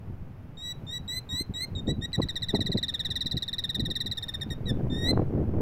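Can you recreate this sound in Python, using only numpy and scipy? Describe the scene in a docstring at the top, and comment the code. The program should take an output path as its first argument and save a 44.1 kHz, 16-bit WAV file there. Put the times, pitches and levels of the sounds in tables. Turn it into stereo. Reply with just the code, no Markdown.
"""Killdeer on a windy mud flat

Rising whistles break into a rapid ticking, hissy trill and end on a long upslur; one faint hoot is far off.
The bird is a sum of partials: a strong second one, joined by odd ones as the period doubles.
The ground adds a short faint tail of scattered echoes; far country air is softly filtered noise.
Wind is shaped noise on two microphone ports, mostly the right one, and freshens towards the end."""
import sys
import numpy as np
from scipy import signal
from scipy.fft import rfft, irfft, next_fast_len
from scipy.io import wavfile
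from scipy.ndimage import uniform_filter1d

SR = 44100
rng = np.random.default_rng(int(sys.argv[2]) if len(sys.argv) > 2 else 0)


def bounce(signal):
    """Save signal as a 16-bit WAV file at the path given by the first command-line argument."""
    frames = np.transpose(np.atleast_2d(signal))
    limited = np.clip(frames, -1, 1)
    pcm = np.round(limited * 32767).astype(np.int16)
    wavfile.write(sys.argv[1], SR, pcm)


N = 247401
TIME = np.arange(N) / SR

# Trill notes. Each row: start in seconds, lowest partial's mid-note pitch in Hz, relative level in dB,
# hiss relative to the note in dB.
TRILL_NOTES = [(2.1302, 1962, -26, -47), (2.2167, 1954, -28.5, -45), (2.2862, 1917, -27.5, -42.5),
               (2.3559, 1896, -26, -30), (2.4204, 1925, -26, -41), (2.485, 1895, -26, -38),
               (2.5457, 1944, -26, -33.5), (2.6044, 1915, -25.5, -30.5), (2.66, 1930, -25.5, -33),
               (2.7168, 1954, -24.5, -42), (2.7717, 1944, -26, -28.5), (2.8279, 1893, -23.5, -35),
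               (2.8817, 1876, -25, -32), (2.9385, 1849, -25.5, -50.5), (2.9933, 1873, -24.5, -36.5),
               (3.0482, 1888, -25, -29), (3.1022, 1890, -25.5, -26), (3.1549, 1897, -25.5, -23),
               (3.2065, 1910, -24, -28), (3.2589, 1922, -24.5, -25), (3.3114, 1919, -25, -26),
               (3.368, 1928, -25.5, -23), (3.422, 1890, -24, -26.5), (3.4788, 1870, -26, -49.5),
               (3.5293, 1894, -24.5, -42.5), (3.582, 1914, -23.5, -27), (3.638, 1840, -25.5, -45.5),
               (3.6915, 1895, -24.5, -35), (3.745, 1874, -24.5, -27), (3.7946, 1920, -26, -28),
               (3.8514, 1874, -26.5, -38.5), (3.9014, 1907, -25.5, -30), (3.9538, 1900, -23.5, -31),
               (4.0027, 1919, -25, -32), (4.0597, 1902, -26.5, -26), (4.1126, 1930, -26, -30),
               (4.1711, 1850, -26.5, -28), (4.2249, 1864, -29, -33), (4.282, 1835, -28, -40.5),
               (4.338, 1840, -28.5, -35), (4.4107, 1834, -30.5, -43.5), (4.5016, 1871, -33.5, -46)]


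def gain_of(db):
    """Decibels to amplitude."""
    return 10 ** (np.asarray(db) / 20)


def evened(x):
    """Scales to rms 1."""
    return x / np.sqrt(np.mean(x ** 2) + 1e-20)


def read(points, hz):
    """Interpolates a spectrum on a log-frequency axis."""
    point_hz, value = np.transpose(points)
    return np.interp(np.log(hz + 1), np.log(point_hz + 1), value)


def coloured(x, points):
    """Filters by a spectrum in dB, with zero phase."""
    size = next_fast_len(x.shape[-1] + 4096)
    gain = gain_of(read(points, np.fft.rfftfreq(size, 1 / SR)))
    return irfft(rfft(x, size) * gain, size)[..., :x.shape[-1]]


def wander(size, rate_hz):
    """Gaussian-lowpassed noise: smooth chance, rms near 1, mostly slower than rate_hz."""
    count = next_fast_len(size + 8192)
    hz = np.fft.rfftfreq(count, 1 / SR)
    spectrum = rfft(rng.standard_normal(count)) * np.exp(-(hz / rate_hz) ** 2)
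    return evened(irfft(spectrum, count))[:size]


def noise(points):
    """Noise of rms 1 with the given spectrum."""
    return evened(coloured(rng.standard_normal(N), points))


def add(mix, s, sound):
    """Mixes a sound in at time s."""
    part = mix[max(round(s * SR), 0):][:len(sound)]
    part += sound[:len(part)]


def buffet(db, lumps_db=2.5, lumps_hz=30, crackle_db=6.0, crackle_hz=110, brisk_db=-19, brighten=0.81):
    """Turbulence on one port: the harder it blows, the more of it is small, uneven eddies."""
    # Slow broad turbulence, then small fast eddies. Each row: frequency in Hz, relative density in dB per Hz.
    rumble_colour = [(12, 6), (25, -46), (50, -3.5), (95, 3), (160, -0.5), (250, -9), (400, -31),
                     (800, -29.5), (2000, -91), (5000, -92.5)]
    flutter_colour = [(30, -22.5), (120, -3.5), (280, 4.5), (480, -4), (750, -15.5), (1250, -29),
                      (1800, -34), (3000, -55.5), (8000, -79)]
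    fast = np.clip(gain_of(brighten * (db - brisk_db) - 2.0), 0, .92)
    rumble = evened(noise(rumble_colour) * gain_of(lumps_db * wander(N, lumps_hz)))
    flutter = evened(noise(flutter_colour) * gain_of(crackle_db * wander(N, crackle_hz)))
    flow = np.sqrt(1 - fast ** 2) * rumble + fast * flutter
    running_rms = np.sqrt(uniform_filter1d(flow ** 2, size=3000) + 1e-9)
    return gain_of(db) * flow / running_rms


def wind(left_db=-1.5, right_db=-1.0, swell_db=1.5, swell_hz=7):
    """Gusts add power to a breeze that freshens; each port has its own turbulence."""
    # Steady breeze. Each row: time in seconds, left and right relative level in dB.
    breeze = [(0, -47, -33), (.55, -63, -37.5), (1.3, -76, -38.5), (2.2, -68.5, -36), (2.6, -61, -27.5),
              (3, -54, -35.5), (3.3, -53, -34.5), (3.55, -62, -37.5), (3.8, -33, -30.5), (4.05, -40, -34.5),
              (4.22, -60.5, -36), (4.45, -41, -32.5), (4.65, -37.5, -26), (4.85, -22, -23.5),
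              (4.95, -27.5, -25), (5.1, -21.5, -23), (5.28, -49, -23.5), (5.6, -18, -22.5)]
    # Gusts. Each row: centre in seconds, width in seconds, left and right relative level in dB.
    gusts = [(.1, 0.0245, -44, -38), (.82, 0.072, -44, -33.5), (1.74, 0.052, -28.5, -54),
             (1.901, 0.11, -44, -28), (3.1, 0.034, -48, -28.5), (3.35, 0.017, -30.5, -27),
             (3.898, 0.019, -25.5, -38.5), (4.07, 0.053, -43, -31), (5.17, 0.088, -25, -21),
             (5.38, 0.051, -20.5, -21.5)]
    s, *ports = np.transpose(breeze)
    breeze_db = [np.interp(TIME, s, db) + swell_db * wander(N, swell_hz) for db in ports]
    power = gain_of(breeze_db) ** 2
    for at, width, *db in gusts:
        bell = np.exp(-np.minimum(((TIME - at) / width) ** 2, 30))
        power = power + gain_of(db)[:, None] ** 2 * bell
    left, right = 10 * np.log10(power)
    return np.array([buffet(left + left_db), buffet(right + right_db)])


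def air(shared=0.089):
    """Distant air: a soft filtered-noise hiss, partly the same at both ports."""
    # Each row: frequency in Hz, relative density in dB per Hz.
    air_colour = [(20, 12.5), (100, 15.5), (330, 6), (850, 0), (1900, -8), (2600, -12), (4000, -22),
                  (5500, -24.5), (8000, -32.5), (10000, -30.5), (13000, -25.5), (16000, -30)]
    # Level before a slow drift. Each row: time in seconds, level in dB.
    air_level = [(0, -49.5), (1.3, -47), (2.5, -48.5), (4, -48.5), (5.6, -47)]
    same = np.clip(shared, 0, 1)
    separate = np.array([noise(air_colour), noise(air_colour)])
    hiss = np.sqrt(same) * noise(air_colour) + np.sqrt(1 - same) * separate
    return hiss * gain_of(np.interp(TIME, *np.transpose(air_level)) + 0.9 * wander(N, 2.6))


def eddies(level_db=-0.95, left_db=-24, weak_db=-30, weak_width_s=0.012, count=8):
    """Single eddies swell and pass the right port within hundredths of a second; weak ones come at random."""
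    # Strongest eddies. Each row: centre in seconds, width in seconds, relative level in dB.
    strong = [(.104, 0.0069, -24), (1.173, 0.0083, -28), (1.336, 0.0088, -23), (1.411, 0.00387, -20),
              (1.506, 0.011, -20.5), (1.766, 0.0087, -24), (1.886, 0.01376, -16), (1.917, 0.019, -18.5),
              (1.99, 0.009, -21.5), (2.188, 0.0077, -14), (2.202, 0.0038, -11.5), (2.24, 0.022, -21),
              (2.547, 0.0098, -13), (2.594, 0.0035, -16.5), (2.618, 0.0089, -19), (2.7, 0.0074, -18),
              (2.755, 0.011, -15.5), (3.261, 0.0035, -21), (3.353, 0.0202, -22), (3.8, 0.008, -20),
              (3.834, 0.022, -21.5), (4.515, 0.0076, -21), (4.713, 0.014, -18), (4.932, 0.0067, -19.5),
              (5.175, 0.0018, -10), (5.197, .0045, -12.5)]
    # Spectrum of one eddy. Each row: multiple of its upper reach, relative density in dB per Hz.
    eddy_colour = [(.05, -21), (.25, -0.5), (.6, -2), (1, -6.5), (1.7, -15), (3, -38.5), (7, -63),
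                   (20, -89)]
    # upper reach of an eddy of this width and level; shorter and stronger ones reach higher
    usual_reach_hz, usual_width_s, usual_db = 278, 0.012, -18
    width_power, growth_per_db = 0.05, 0.0968
    t, out = np.arange(-4096, 4096) / SR, np.zeros(N)
    weak = [(s, weak_width_s, weak_db) for s in rng.uniform(-t[0], N / SR, count)]
    for s, width, db in strong + weak:
        reach_hz = usual_reach_hz * (usual_width_s / width) ** width_power
        reach_hz *= np.exp(growth_per_db * (db - usual_db))
        window = np.exp(-np.minimum((t / width) ** 2, 30))
        colour = [(k * reach_hz, d) for k, d in eddy_colour]
        puff = coloured(rng.standard_normal(len(t)) * window, colour)
        puff *= np.sqrt(np.sum(window ** 2) / np.sum(puff ** 2))
        add(out, s + t[0], gain_of(db + level_db) * puff)
    return np.array([gain_of(left_db) * out, out])


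def syrinx(t, hz, db, lowest_db, odd_db, bright_db, rasp, snap_hz, odd_delay_s, jitter, snap_s=0.00077,
           slip=0.97, slip_hz=380, odd_flicker_db=2.59, attack_s=0.0012, release_s=0.0096):
    """The second partial starts with a snap; a moment later the period doubles and the odd partials join."""
    # Weaker odd partials, relative to the second. Each row: frequency in Hz, relative level in dB.
    odd_colour = [(1900, -14), (5500, -14), (5950, -21.5), (8800, -21.5), (9300, -19.5), (9900, -40),
                  (12500, -33.5), (13300, -29), (15000, -35.5)]
    # Even partials. Each row: frequency in Hz, relative level in dB.
    even_colour = [(3400, -1), (4400, 1.5), (7100, -21), (8000, -15), (11000, -42), (12100, -27.5),
                   (14500, -30.5), (15600, -39)]
    hz = (hz + snap_hz * np.exp(-t / snap_s)) * (1 + jitter * wander(len(t), 970))
    phase = 2 * np.pi * np.cumsum(hz) / SR
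    onset = (1 + np.tanh((t - odd_delay_s) / 0.00033)) / 2
    doubling = gain_of(odd_flicker_db * wander(len(t), 170)) * onset
    slipping = slip * rasp * wander(len(t), slip_hz)  # unsteady doubling smears the upper odd partials
    tone = gain_of(read(even_colour, 2 * hz)) * np.sin(2 * phase)
    tone += doubling * gain_of(read(odd_colour, hz) + lowest_db) * np.sin(phase)
    for k in (3, 5, 7):
        tone += doubling * gain_of(read(odd_colour, k * hz) + odd_db) * np.sin(k * phase + slipping)
    for k in (4, 6, 8):
        partial_db = read(even_colour, k * hz) + bright_db * (k / 2 - 1) ** 0.7
        tone += gain_of(partial_db) * np.sin(k * phase)
    ramps = np.clip(t / attack_s, 0, 1) * np.clip((t[-1] - t) / release_s, 0, 1)
    gate = np.sin(np.pi / 2 * ramps) ** 2
    return np.sqrt(2) * gain_of(db) * gate * tone


def whistles(level_db=-0.73, odd_delay_s=.008, attack_s=0.0012):
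    """Notes step, glide to a goal, mostly upwards, and sag; raspy until the doubling settles."""
    # Drawn-out calls. Each row: start in seconds, length in seconds, first pitch in Hz, early step in Hz,
    # goal pitch in Hz, share of the length at the goal, lateness of the glide (exponent), relative level in dB,
    # swell in dB, lowest partial, upper odd partials and brightness in relative dB, relative rasp,
    # settling time in seconds. Pitches are of the lowest partial.
    calls = [(0.571, 0.16, 1864, 37, 1965, 0.79, 1.3, -31, 4.5, -4, 6, 3, 0.66, 0.085),
             (0.867, 0.12, 1809, 10, 1963, 0.65, 1.76, -29, 8, -4, 2.5, 2, 0.44, 0.044),
             (1.078, 0.12, 1900, 6, 2050, 1, 0.8, -32, -5, 0.5, 8.5, 7.5, .45, 0.035),
             (1.290, 0.14, 1882, 27.5, 2065, .88, 2.27, -27, 2, -5, 4, 7, .35, .02),
             (1.538, 0.1182, 1910, 42.5, 2111, 0.8, 4.7, -29.5, 0.5, 2, 5, 9.5, 0.27, 0.055),
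             (1.751, 0.056, 1912, -30, 1842, 0.53, 1.62, -34.5, -7.5, -12, -13, 0, 0.5, 0.033),
             (1.871, 0.0509, 1862, 21.5, 1963, 0.6, 1.6, -27.5, 1, -3, 0, 2.5, 0.67, .008),
             (2.012, 0.052, 1770, 26, 1906, 0.69, 0.63, -26.5, 8.5, 2.5, 0.5, 0.5, .1, 0.011),
             (4.657, 0.057, 1940, 0, 1756, 0.79, 2.6, -27.5, 7.5, 0.5, 2, -5.5, 0.3, 0.016),
             (4.899, 0.22, 1809, 49, 2058, .88, 7.2, -22.5, 12.5, 1, -0.5, 0, .15, 0.025)]
    step_share, step_s = .3, 0.0047  # early in a call the pitch steps quickly
    sag_hz_per_s, fade_db_per_s = 910, 74  # once the goal is passed
    soft_start_db, soft_start_s = 8.5, .008
    quaver, waver_db = .0025, .8  # unsteadiness: share of the pitch, level
    odd_rise_db, settle_sharpness = 11.5, 4.5  # period doubling starts weak, then locks in
    odd_growth_db, brighten_db = 4.5, 6  # upper odd and top partials grow towards the goal
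    out = np.zeros(N)
    for (s, length, first_hz, step_hz, goal_hz, goal, late, db, swell_db,
         lowest_db, odd_db, bright_db, rasp, settle_s) in calls:
        t = np.arange(0, length, 1 / SR)
        share = np.minimum(t / (goal * length), 1)
        past_s = np.maximum(t - goal * length, 0)
        glide = share ** late
        step = (1 + np.tanh((t - step_share * length) / step_s)) / 2
        hz = first_hz + step_hz * step + (goal_hz - first_hz - step_hz) * glide - sag_hz_per_s * past_s
        effort_db = db + level_db - swell_db * (1 - share ** (late ** 0.49)) - fade_db_per_s * past_s
        effort_db = effort_db + waver_db * wander(len(t), 40) - soft_start_db * np.exp(-t / soft_start_s)
        unsettled = np.exp(-(t / settle_s) ** settle_sharpness)
        weak_db = odd_rise_db * unsettled
        note = syrinx(t, hz * (1 + quaver * wander(len(t), 55)), effort_db, lowest_db - weak_db,
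                      odd_db - weak_db - odd_growth_db * (1 - share), bright_db - brighten_db * (1 - glide),
                      rasp * (.2 + unsettled), snap_hz=70, odd_delay_s=odd_delay_s, jitter=0.00091,
                      attack_s=attack_s)
        add(out, s, note)
    return out


def beamed(x, split_hz=10500):
    """The bill turns to and from the microphone; only the shortest waves follow its direction."""
    # Gain of the top band. Each row: time in seconds, gain in dB.
    aim = [(.6, -0.5), (1.35, -1), (1.65, -6.5), (1.8, -12.5), (2.4, 1.5), (2.8, 1.5), (3.3, 6), (4.3, 8),
           (4.6, 1), (5.1, -1)]
    highpass = signal.butter(4, split_hz, "high", fs=SR, output="sos")
    top = signal.sosfiltfilt(highpass, x)
    return x + top * (gain_of(np.interp(TIME, *np.transpose(aim))) - 1)


def ground(x, near_db=-19, near_t60=0.066, far_db=-26, far_t60=0.24, first_s=0.00275):
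    """Clods and weeds scatter a quick burst of echoes, the farther flat a faint tail."""
    # Colour of the scattered sound. Each row: frequency in Hz, relative level in dB.
    scatter = [(1900, 4), (4000, 5), (6000, -2.5), (8000, -12), (15000, -9)]
    t = np.arange(SR // 2) / SR
    sparse = rng.random(len(t)) < 3000 / SR  # about 3000 echoes per second
    taps = rng.choice([-1., 1.], len(t)) * sparse * (t > first_s)
    near, far = taps * gain_of(-60 * t / near_t60), taps * gain_of(-60 * t / far_t60)
    echoes = gain_of(near_db) * near / np.linalg.norm(near) + gain_of(far_db) * far / np.linalg.norm(far)
    return signal.fftconvolve(coloured(x, scatter), echoes)[:N]


def hoot():
    """One faint arched sine from far across the flat."""
    # Each row: time in seconds, pitch in Hz, level in dB.
    course = [(1.27, 1003, -77.5), (1.3, 1026, -62.5), (1.335, 1033, -57.5), (1.365, 1014, -56),
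              (1.4, 940, -62.5)]
    s, hz, db = np.transpose(course)
    level = gain_of(np.interp(TIME, s, db)) * (TIME > s[0]) * (TIME < s[-1])
    return level * np.sin(2 * np.pi * np.cumsum(np.interp(TIME, s, hz)) / SR)


def ticks(level_db=-51, lead_s=0.00828, width_s=.002):
    """A faint bell-shaped puff of noise just before each trill note."""
    # Each row: frequency in Hz, relative density in dB per Hz.
    tick_colour = [(500, -23), (1500, 3), (4500, -1), (6000, -13.5), (8000, -23), (16000, -26.5)]
    t, level = np.arange(0, 6 * width_s, 1 / SR), np.zeros(N)
    middle_s = t[-1] / 2
    for s, *_ in TRILL_NOTES:
        add(level, s - lead_s - middle_s, np.exp(-((t - middle_s) / width_s) ** 2))
    return gain_of(level_db) * level * noise(tick_colour)


def trill(level_db=0.0, overhang_s=0.0053, breathy_db=5.0, sputter_db=-0.5, lowest_db=0.1,
          fall_scatter=0.051, bright_scatter_db=0.5, waver_db=1.3):
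    """Short hissy notes, each sliding down as the puff that drives it fades; longer ones arch first."""
    # Air rushing through the open bill. Each row: frequency in Hz, relative density in dB per Hz.
    bill_hiss = [(1500, -27.5), (3000, -7.5), (4400, 5.5), (5600, 19.5), (6700, -7), (8000, 1), (9200, 2),
                 (10500, -17), (12500, -3), (14500, -12), (16000, -27.5)]
    # Course of a note. Each row: share of its length, then level, odd partials and brightness in relative dB.
    note_shape = [(0, -4, -17, -2.5), (.2, 0.5, 3, -3), (.45, 2, 0, -3), (.75, 0, 1, -5),
                  (1.05, -6.5, 3.5, 6)]
    # The trill tightens, dulls and relaxes. Each row: time in seconds, note length in seconds before overhang,
    # nominal fall in Hz, odd partials and brightness in relative dB.
    trill_course = [(2.124, 0.03154, 210, -1.5, 1.5), (2.227, 0.023, 213, 2, 0.5),
                    (2.35, 0.024, 242, -4, -3), (2.473, 0.028, 302, -3, -3.5), (2.68, 0.021, 238, -3, -3.5),
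                    (3.1, .023, 310, -7, -7.5), (3.41, 0.018, 235, -8, -7), (3.602, .0195, 207, -6, -8.5),
                    (4.013, .02, 239, -5.5, -6), (4.204, 0.019, 155, -4.5, -5.5),
                    (4.349, 0.02115, 147, -2, -5.5), (4.503, 0.035, 75, 2, 1)]
    usual_snap_hz, snap_scatter = 400, 0.3  # a note drops in from above, by a varying amount
    out = np.zeros(N)
    rush = evened(noise(bill_hiss) * gain_of(sputter_db * wander(N, 500)))
    stage, *courses = np.transpose(note_shape)
    when, *trends = np.transpose(trill_course)
    chance = rng.uniform(-1, 1, (len(TRILL_NOTES), 4))
    for (s, hz, db, hiss_db), (steeper, brighter, curved, sharper) in zip(TRILL_NOTES, chance):
        length, fall_hz, odd_db, bright_db = (np.interp(s, when, c) for c in trends)
        t = np.arange(0, length + overhang_s, 1 / SR)
        share = t / length
        swell_db, doubling_db, edge_db = (np.interp(share, stage, c) for c in courses)
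        bend = (length / .025) ** 3 * (1 + .3 * curved)
        slide = share - .5 + bend * np.minimum(share - .5, 0) ** 2
        pitch_hz = hz - fall_hz * (1 + fall_scatter * steeper) * slide
        doubled_db = odd_db + doubling_db
        tone = syrinx(t, pitch_hz, db + level_db + swell_db + waver_db * wander(len(t), 150),
                      doubled_db + lowest_db, doubled_db, bright_db + edge_db + bright_scatter_db * brighter,
                      rasp=0.2, snap_hz=usual_snap_hz * (1 + snap_scatter * sharper),
                      odd_delay_s=0.00484, jitter=0.00318, attack_s=.0012)
        hiss = rush[round(s * SR):][:len(t)] * signal.windows.tukey(len(t), .3) * gain_of(1.4 * swell_db)
        add(out, s, tone + gain_of(db + hiss_db + breathy_db) * hiss)
    return out


def bird(right_echo_db=-5):
    """The left port hears the bird plainly; the right is shaded and shifted in phase, mostly ahead."""
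    # Phase lead of the right port. Each row: frequency in Hz, lead in radians.
    right_lead = [(1900, -.25), (3700, -.4), (3950, 1.0), (5400, 1.6), (6000, 2.4), (7200, 2.0),
                  (7800, 1.0), (9400, 2.0), (11500, 1.0), (13300, 1.5), (15500, .9)]
    # Direct sound at the right port against the left. Each row: frequency in Hz, gain in dB.
    right_shade = [(1900, -5), (3550, -15.5), (3800, -26), (4150, -9), (5400, -10), (6100, -2), (7300, 4.5),
                   (8000, -14), (9300, -10), (11500, -2), (13000, -6.5), (15500, -1.5)]
    voice = beamed(whistles() + trill() + ticks())
    size = next_fast_len(N + 4096)
    lead = np.exp(1j * read(right_lead, np.fft.rfftfreq(size, 1 / SR)))
    right = coloured(irfft(rfft(voice, size) * lead, size)[:N], right_shade)
    # each port gets its own echoes
    return np.array([voice + ground(voice), right + gain_of(right_echo_db) * ground(voice)])


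def scene():
    """Bird, wind and the far surroundings."""
    return bird() + wind() + eddies() + air() + hoot()


def record(dry):
    """Band limit: a linear-phase low-pass at 15.9 kHz."""
    lowpass = signal.firwin(511, 15900, window=("kaiser", 9), fs=SR)
    return signal.oaconvolve(dry, lowpass[None], "same")


dry = scene()
out = record(dry)
bounce(out)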